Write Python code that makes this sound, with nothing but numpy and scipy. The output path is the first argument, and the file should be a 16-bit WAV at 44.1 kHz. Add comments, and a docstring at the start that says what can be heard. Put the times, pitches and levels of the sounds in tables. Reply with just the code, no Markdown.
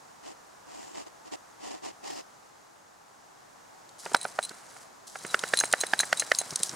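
"""Far traffic murmurs behind a garden, and a hand rubs on a hard case: tiny slips excite its resonances.
Then a harnessed dog shakes its head briefly, and after a pause its whole body, its coat swishing as noise.
Its ears slap as damped air modes, about ten a second in the long shake, each with a thump, pop and crack.
The steel leash ring jingles as struck decaying modes, and the buckles click as short resonant noise.
Paws land on the earth as soft low thuds near the end."""
import sys
import numpy as np
from scipy import signal
from scipy.fft import rfft, irfft
from scipy.io import wavfile
from scipy.ndimage import uniform_filter1d

SR = 44100
rng = np.random.default_rng(int(sys.argv[2]) if len(sys.argv) > 2 else 0)


def wav_record(signal):
    """Record a signal, one row per channel, as 16-bit PCM in the file named by sys.argv[1]."""
    frames = np.transpose(np.atleast_2d(signal))
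    bounded = np.clip(frames, -1, 1)
    # unit amplitude maps onto the largest positive 16-bit level
    quanta = np.round(bounded * 32767).astype(np.int16)
    wavfile.write(sys.argv[1], SR, quanta)


N = 297807
T = np.arange(N) / SR  # time in s
CREST_S = .014  # delay from the start of a noise burst to its crest
EDGE_HZ = 16000  # upper band limit

# Garden background. Each row: time in seconds, level in dB.
GARDEN_LEVEL = [(0, -55.5), (2.2, -56), (2.9, -58.5), (3.8, -55.5), (6.75, -55)]
# Spectrum of the garden air. Each row: frequency in Hz, relative level in dB.
GARDEN_SPECTRUM = [(25, -23), (100, -11.5), (140, -9), (220, -10), (350, -9.5), (530, -8), (800, -2.5),
                   (1100, -4.5), (1650, -9.5), (2400, -17), (3300, -19), (6900, -15), (16000, -34.5)]
# Stereo widths of garden, case and coat. Each row: frequency in Hz, side over middle in dB.
GARDEN_WIDTH = [(100, -9.5), (300, 5), (700, 1.5), (2500, -2), (6000, -5.5)]
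CASE_WIDTH = [(70, -3), (300, 29), (900, 7.5), (1700, -7), (4000, -1.5)]
COAT_WIDTH = [(100, -23), (300, -14), (1000, -8), (10000, -9.5)]

# Strokes of the hand on the case. Each row: start in seconds, end in seconds, relative level in dB.
RUBS = [(0.226, 0.34, -53), (0.648, 0.978, -55), (0.933, 1.046, -50), (1.062, 1.088, -55),
        (1.245, 1.298, -58), (1.312, 1.363, -46.5), (1.593, 1.8, -49), (1.818, 1.922, -48),
        (2.025, 2.168, -47.5), (2.15, 2.222, -47)]
# Resonances of the case. Each row: frequency in Hz, relative level in dB.
CASE_SPECTRUM = [(150, -15), (520, -8), (760, 5.5), (1100, 2), (1550, -9), (1880, 2), (2250, -4.5),
                 (2850, -1), (3600, -6.5), (5100, -3), (6200, -5.5), (7100, -2), (10000, -17), (16000, -36)]
# Thin hisses of the hand. Each row: start in seconds, end in seconds, level in dB, resonance in Hz.
THIN_HISSES = [(0.67, 1.054, -59, 7260), (2.036, 2.238, -50.5, 5060)]

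# Dry clicks of buckles and fittings. Each row: crest in seconds, level in dB, resonance in Hz.
CLICKS = [(3.8922, -54.5, 3830), (4.0545, -43, 4770), (4.135, -39, 8550), (4.244, -42, 4060),
          (4.494, -41, 3660), (5.3923, -34, 3120), (5.7148, -41, 7400), (5.7275, -23, 11100),
          (6.349, -31, 4220), (6.416, -36, 8850), (6.5073, -36.5, 5140), (6.559, -25, 6700),
          (6.633, -22, 9300), (6.694, -34, 5960)]

# The dog's shakes. Each row: start in seconds, wind-up in seconds, end in seconds,
# relative vigour in dB, tiring in dB per second.
SHAKES = [(3.979, 0.017, 4.82, -50, 14.5), (5.1, 0.14, 6.75, -45.5, 2)]
STOP_S = .06  # decay time as a shake comes to rest
# The body rolls to and fro, flinging the ring once a roll and swishing the coat twice.
ROLL_HZ, FLING_AT_S = 6.7, 5.605
# Single sweeps of hair and webbing. Each row: crest in seconds, level in dB, fade in seconds.
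BRUSHES = [(4.76, -58, 0.054), (5.074, -45, 0.041), (6.635, -38, .04)]
# Spectra of the hair and of the duller body rustle. Each row: frequency in Hz, relative level in dB.
FUR_SPECTRUM = [(500, -51), (2000, -27), (3000, 1), (5000, 8.5), (8000, 9), (10000, 4.5), (12000, -5),
                (16000, -16)]
BODY_SPECTRUM = [(40, -34), (130, 0.5), (300, -4), (750, 2), (1500, 2), (2100, -2.5), (3200, -13),
                 (6000, -55)]

# Ear slaps. Each row: landing in seconds, force in dB, extra weight of the flap in dB,
# extra snap of its tip in dB, thump resonance in Hz.
SLAPS = [(4.0631, -39, 3, 3, 414), (4.1182, -46.5, 2, 7, 428), (4.1475, -18, 3, 3.5, 844),
         (4.16, -36, -1, -7, 693), (4.253, -31, 2, -3, 540), (4.39, -26, 3.5, -3.5, 736),
         (4.5129, -46.5, -3.5, -2, 350), (4.7663, -49, -12, -3, 700), (5.1576, -37.5, -4.5, -1, 685),
         (5.25, -37.5, -2, 2, 334), (5.345, -19, -4, 1.5, 430), (5.4384, -28, -2.5, 1.5, 470),
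         (5.538, -20.5, -0.5, 1.5, 467), (5.611, -29.5, -10.5, 3, 930), (5.6382, -28.5, 1.5, -1, 547),
         (5.738, -19, 1.5, -3, 590), (5.8374, -29.5, 0.5, 1, 590), (5.9362, -20, 0, -0.5, 620),
         (6.002, -27.5, -12.5, -10, 800), (6.034, -30.5, -5.5, -8, 566), (6.129, -20.5, -0.5, 3, 590),
         (6.2226, -33.5, -5, 2, 600), (6.3182, -18, -2, 1, 586), (6.4146, -44.5, 4, 3, 700)]
# Pitch of the trapped air, which tends to rise as the head drops. Each row: time in seconds, frequency in Hz.
POP_PITCH = [(4.4, 1460), (5.3, 1460), (5.55, 1680), (6.05, 1580), (6.3, 1820)]
# Spectra of thump and crack. Each row: frequency in Hz, relative level in dB.
THUMP_SPECTRUM = [(30, -52), (80, -21), (160, 0), (500, -2.5), (950, 3.5), (1200, -19), (1800, -31),
                  (5000, -67.5)]
CRACK_SPECTRUM = [(800, -31), (2000, -16), (2750, 10.5), (3600, 4.5), (5000, 5.5), (8000, -6.5),
                  (11000, -11.5), (16000, -32)]
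# Force of a middling slap; its thump and crack levels, and their growth in dB per dB of force.
USUAL_DB, THUMP_DB, THUMP_GROWTH, CRACK_DB, CRACK_GROWTH = -29, -31, .65, -40.5, 1.1
CRUMPLE = 0.54  # weak slaps slide on: dB more wrinkling for each dB less force

# Blows on the leash ring. Each row: start in seconds, force in dB,
# angle in degrees (0 rings the low modes, 90 the middle ones).
CLINKS = [(4.166, -37.5, 10), (4.213, -38.5, 5.1), (4.23, -41, 4), (4.4281, -38, 12), (4.4366, -37.5, 12),
          (4.45, -38.5, 13), (5.2657, -44.5, 60), (5.4875, -42.5, 50), (5.542, -39, 92), (5.5727, -29, 7.8),
          (5.5895, -27.5, 15), (5.601, -26, 74), (5.6423, -36.5, 35), (5.654, -36.5, 64), (5.806, -33, 16),
          (5.8118, -30, 68), (5.8667, -38.5, 18), (5.9912, -27.5, 4.3), (6.003, -31.5, 13),
          (6.0065, -28, 60), (6.173, -35.5, 16), (6.197, -28.5, 96), (6.1999, -30.5, 34),
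          (6.387, -26.5, 75), (6.402, -37.5, 35)]
# Modes of the free ring before random scatter. Each row: group (0 low, 1 middle, 2 high),
# frequency in Hz, relative level in dB, time to fall by 60 dB in seconds.
RING_MODES = [(0, 3956, 3, .06), (0, 4066, 3, 0.092), (1, 6445, -14, 0.062), (1, 6650, -8, 0.025),
              (2, 7480, -6.5, .022), (2, 8460, 1.5, 0.039), (2, 9975, -3.5, .05), (2, 10300, -8.5, .025),
              (2, 15050, -22, 0.042)]
# Spectrum of scraping steel. Each row: frequency in Hz, relative level in dB.
STEEL_SPECTRUM = [(800, -19), (2500, -1), (5000, 1), (10300, 2.5), (12000, -14), (16000, -18)]
# A light touch rings mostly the high modes; deeper ones match them at FIRM_DB, growing in dB per dB.
FIRM_DB, DEEP_GROWTH = -33, 1.51
SCRAPE_GROWTH = .17  # light touches scrape: exponential lengthening of the onset per dB less force

# Soft paw falls. Each row: start of the swell in seconds, level in dB.
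PAWS = [(6.515, -40), (6.595, -41.5), (6.724, -40.5), (6.738, -45)]


def amp(db):
    """The decibel law: amplitude grows tenfold in 20 dB."""
    return 10 ** (np.asarray(db) / 20)


def evened(x):
    """Normalises mean power, so that rms is 1."""
    return x / np.sqrt(np.mean(x ** 2) + 1e-20)


def blow(x):
    """Normalises impact energy to that of 10 ms at rms 1."""
    return x / np.sqrt(np.sum(x ** 2) / (SR / 100) + 1e-20)


def read(points, hz):
    """Interpolates a curve over log frequency, as hearing spaces pitch."""
    f, value = np.transpose(points)
    return np.interp(np.log(hz + 1), np.log(f + 1), value)


def add(mix, s, sound):
    """Superposition: adds a sound to the mix from time s."""
    part = mix[max(round(s * SR), 0):][:len(sound)]
    part += sound[:len(part)]


def colour(x, points):
    """Linear filtering: multiplies the spectrum of x by a gain curve."""
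    size = x.shape[-1]
    gain = amp(read(points, np.fft.rfftfreq(size, 1 / SR)))
    return irfft(rfft(x) * gain, size)


def burst(rise, fall, size=2048):
    """Transient friction: noise swells exponentially to a crest at CREST_S and dies away."""
    t = np.arange(size) / SR - CREST_S
    return rng.standard_normal(size) * np.exp(np.minimum(t / rise, -t / fall))


def grains(per_s, spread_db):
    """Shot noise: random tiny contacts of uneven size and either sign."""
    size = amp(spread_db * np.minimum(rng.exponential(1, N), 4))
    return size * rng.choice([-1, 1], N) * (rng.random(N) < per_s / SR)


def clumps(depth_db, span_s):
    """Stick and slip: gain flutters at random as tufts and patches catch and let go."""
    wander = evened(uniform_filter1d(rng.standard_normal(N), max(round(span_s * SR), 1)))
    return evened(amp(depth_db * np.clip(wander, -2, 2)))


def air_mode(hz, width_hz, size=1024):
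    """Damped resonance: bandwidth sets the decay; differencing removes the steady part."""
    t = np.arange(size) / SR
    swing = np.exp(-np.pi * width_hz * t) * np.sin(2 * np.pi * hz * t)
    return np.diff(swing, prepend=0)


def stereo(x, right_db):
    """Level panning: splits a level difference evenly between left and right."""
    return x * amp(np.array([[-.5], [.5]]) * right_db)


def widen(middle, other, width):
    """Decorrelation: an unrelated like sound enters left and right with opposite signs."""
    return middle + colour(other, width) * np.array([[1], [-1]])


def garden():
    """Diffuse field: far traffic and faint hiss as wide coloured noise of slowly drifting level."""
    middle, other = evened(colour(rng.standard_normal((2, N)), GARDEN_SPECTRUM))
    air = widen(middle, other, GARDEN_WIDTH)
    return air * amp(np.interp(T, *np.transpose(GARDEN_LEVEL)))


def hand(arch=0.83, crest=0.41, case_db=2.5, hiss_width_hz=450):
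    """Sliding friction: uneven strokes of skin make tiny slips that excite the case's resonances."""
    def stroke(start, end, db):
        """Level follows the arched speed of one stroke; crest is its fraction of the duration."""
        phase = np.interp(T, [start, start + crest * (end - start), end], [0, .5, 1])
        return amp(db) * abs(np.sin(np.pi * phase)) ** arch

    speed = np.sqrt(sum(stroke(*row) ** 2 for row in RUBS))
    speed = speed * clumps(depth_db=1.46, span_s=0.0064)
    middle, other = (speed * evened(colour(grains(9000, 4.0), CASE_SPECTRUM)) for _ in range(2))
    hiss = np.zeros(N)
    for start, end, db, hz in THIN_HISSES:
        slips = signal.oaconvolve(grains(10000, 3.1), air_mode(hz, hiss_width_hz))[:N]
        hiss += stroke(start, end, db) * evened(slips)
    return amp(case_db) * widen(middle, other, CASE_WIDTH) + hiss


def buckles(peak_db=8):
    """Impact of small stiff parts: short noise clicks, each with one broad resonance."""
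    out = np.zeros(N)
    for s, db, hz in CLICKS:
        click = colour(burst(0.00061, 0.0022),
                       [(300, -14), (1500, -22), (4000, 4.5), (9500, 5), (12000, -16), (16000, -20)])
        click = colour(click, [(hz * 0.74, 0), (hz, peak_db), (hz * 1.5, 0)])
        add(out, s - CREST_S, amp(db) * blow(click))
    return stereo(out, right_db=0.5)


def vigour():
    """Driven motion: each shake winds up, tires exponentially and comes to rest."""
    out = np.zeros(N)
    for start, wind_up, end, db, tiring in SHAKES:
        age = np.maximum(T - start, 0)
        rise = 1 - np.exp(-age / wind_up)
        stop = np.exp(-np.maximum(T - end, 0) / STOP_S)
        out += amp(db - tiring * age) * rise * stop
    return out


def coat(swish_db=1.3, chatter_db=-4, fling_db=4, body_db=-12, body_follows=0.77,
         swing_db=1.0, swish_lag_s=0.027, brush_rise_s=.004, travel_s=0.044):
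    """Friction of hair on hair and webbing swells twice a roll; the ring chatters at each fling."""
    motion = vigour()
    roll = 2 * np.pi * ROLL_HZ * (T - FLING_AT_S)
    lag = 2 * np.pi * ROLL_HZ * swish_lag_s
    swish = motion * amp(swish_db + swing_db * np.cos(2 * (roll - lag)))
    for s, db, fade in BRUSHES:
        swish = swish + amp(db) * np.exp(np.minimum((T - s) / brush_rise_s, (s - T) / fade))
    # the shake travels from head to trunk
    body = amp(body_db) * np.interp(T - travel_s, T, motion) ** body_follows
    chatter = motion * amp(chatter_db + fling_db * np.cos(roll)) * rattle()

    def rustle():
        """Many tiny contacts add up to noise: bright hair over a duller body."""
        hair = evened(colour(grains(5500, 4.7), FUR_SPECTRUM)) * clumps(depth_db=2.5, span_s=0.012)
        return swish * hair + body * evened(colour(grains(3000, 3.1), BODY_SPECTRUM))

    return widen(rustle() + chatter, rustle(), COAT_WIDTH)


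def ears(pop_width_hz=430, thump_width_hz=290, wrinkle=0.58, settle_db=-17, edge_db=-6):
    """Impact excites resonance: an ear lands edge first, with thump, pop and crack; harder is brighter."""
    low, middle, high = np.zeros((3, N))
    for s, force_db, weight_db, snap_db, thump_hz in SLAPS:
        harder_db = force_db - USUAL_DB
        contact = wrinkle * amp(-CRUMPLE * harder_db) * blow(burst(0.0024, 0.004))
        contact = contact + amp(settle_db) * blow(burst(0.0034, 0.01))  # the flap settles
        landing = blow(np.ones(1))
        add(contact, CREST_S, landing)
        edge_lead_s = rng.uniform(0.00076, 0.001855)
        add(contact, CREST_S - edge_lead_s, amp(edge_db) * landing)

        flesh = air_mode(thump_hz, thump_width_hz)  # the flap against the cheek
        pocket = air_mode(np.interp(s, *np.transpose(POP_PITCH)), pop_width_hz)  # trapped air
        thump = colour(signal.fftconvolve(contact, flesh), THUMP_SPECTRUM)
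        pop = colour(signal.fftconvolve(contact, pocket), [(2000, 3.5), (2900, -4), (9000, -51)])
        crack = colour(burst(0.001, 0.0019), CRACK_SPECTRUM)  # hair

        thump_db = THUMP_DB + THUMP_GROWTH * harder_db + weight_db
        crack_db = CRACK_DB + CRACK_GROWTH * harder_db + snap_db
        add(low, s - CREST_S, amp(thump_db) * blow(thump))
        add(middle, s - CREST_S, amp(force_db) * blow(pop))
        add(high, s - CREST_S, amp(crack_db) * blow(crack))
    return stereo(low, right_db=3.0) + stereo(middle, right_db=2.5) + high


def ringing(group, size=4096, bend=0.009):
    """Modal decay: a random striking spot scatters levels, and the pull of the webbing bends pitches."""
    t = np.arange(size) / SR
    out = np.zeros(size)
    for g, hz, db, t60 in RING_MODES:
        if round(g) == group:
            level = amp(db + 4.6 * rng.standard_normal() - 60 * t / t60)
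            out += level * np.sin(2 * np.pi * (hz * rng.normal(1, bend) * t + rng.random()))
    return out


def rattle(scrape_db=-5):
    """Repeated light impacts of steel on steel excite the modes a little, over a scraping noise."""
    touches = np.zeros(N)
    for group in (0, 0, 1, 2, 2, 2, 2):  # mostly high modes
        touches += signal.oaconvolve(grains(38, 5), evened(ringing(group, bend=.014)))[:N]
    scrape = evened(colour(grains(2500, 6), STEEL_SPECTRUM))
    return evened(evened(touches) + amp(scrape_db) * scrape)


def leash_ring(tick_db=-6, high_db=0.0, damped_db=-4, damped_s=0.0019, onset_s=0.00012,
               rattle_db=-11, rattle_s=0.012, loose_growth=0.6):
    """Damped modal impact: a scraping tick, modes held back by the webbing, and loose rattling around."""
    out, loose = np.zeros(N), np.zeros(N)
    t = np.arange(4096) / SR
    for s, force_db, angle in CLINKS:
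        harder_db, turn = force_db - FIRM_DB, np.radians(angle)
        onset = 1 - np.exp(-t / onset_s * np.exp(SCRAPE_GROWTH * harder_db))
        hold = (amp(damped_db) + np.exp(-t / damped_s)) * onset
        deep = amp(FIRM_DB + DEEP_GROWTH * harder_db)
        gains = [deep * np.cos(turn), deep * np.sin(turn), amp(force_db + high_db)]
        for group, gain in enumerate(gains):
            add(out, s, gain * blow(hold * ringing(group)))
        tick = colour(burst(0.00048, 0.007), STEEL_SPECTRUM)
        add(out, s - CREST_S, amp(force_db + tick_db) * blow(tick))
        loose_db = FIRM_DB + loose_growth * harder_db + rattle_db
        loose += amp(loose_db) * np.exp(-abs(T - s) / rattle_s)
    return stereo(out + loose * rattle(), right_db=-1.0)


def paws(fall_s=0.004):
    """Soft impact: pads on yielding earth give low thuds with little treble."""
    out = np.zeros(N)
    for s, db in PAWS:
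        thud = colour(burst(0.0068, fall_s), [(40, -30), (130, 2.5), (280, -1.5), (500, -1.5),
                                              (900, -3.5), (2000, -8.5), (6000, -50)])
        add(out, s, amp(db) * blow(thud))
    return stereo(out, right_db=-0.5)


def ground(x, scatter_db=-15, fade_s=0.0013, size=1024):
    """Scattering: flank and rough earth return a short tail, opposite in sign on the two sides."""
    t = np.arange(size) / SR
    taps = rng.standard_normal(size) * np.exp(-t / fade_s)
    tail = signal.oaconvolve(x.mean(axis=0), taps / np.linalg.norm(taps))[:N]
    return x + amp(scatter_db) * tail * np.array([[1], [-1]])


def scene():
    """Superposition: the hits with their scattering, then the softer sources."""
    hits = ground(ears() + leash_ring() + buckles())
    return hits + paws() + coat() + hand() + garden()


def record(dry):
    """Clipping at full scale, then a linear-phase low-pass at EDGE_HZ."""
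    low_pass = signal.firwin(401, EDGE_HZ, window=("kaiser", 9), fs=SR)
    return signal.oaconvolve(np.clip(dry, -1, 1), low_pass[None], "same")


dry = scene()
out = record(dry)
wav_record(out)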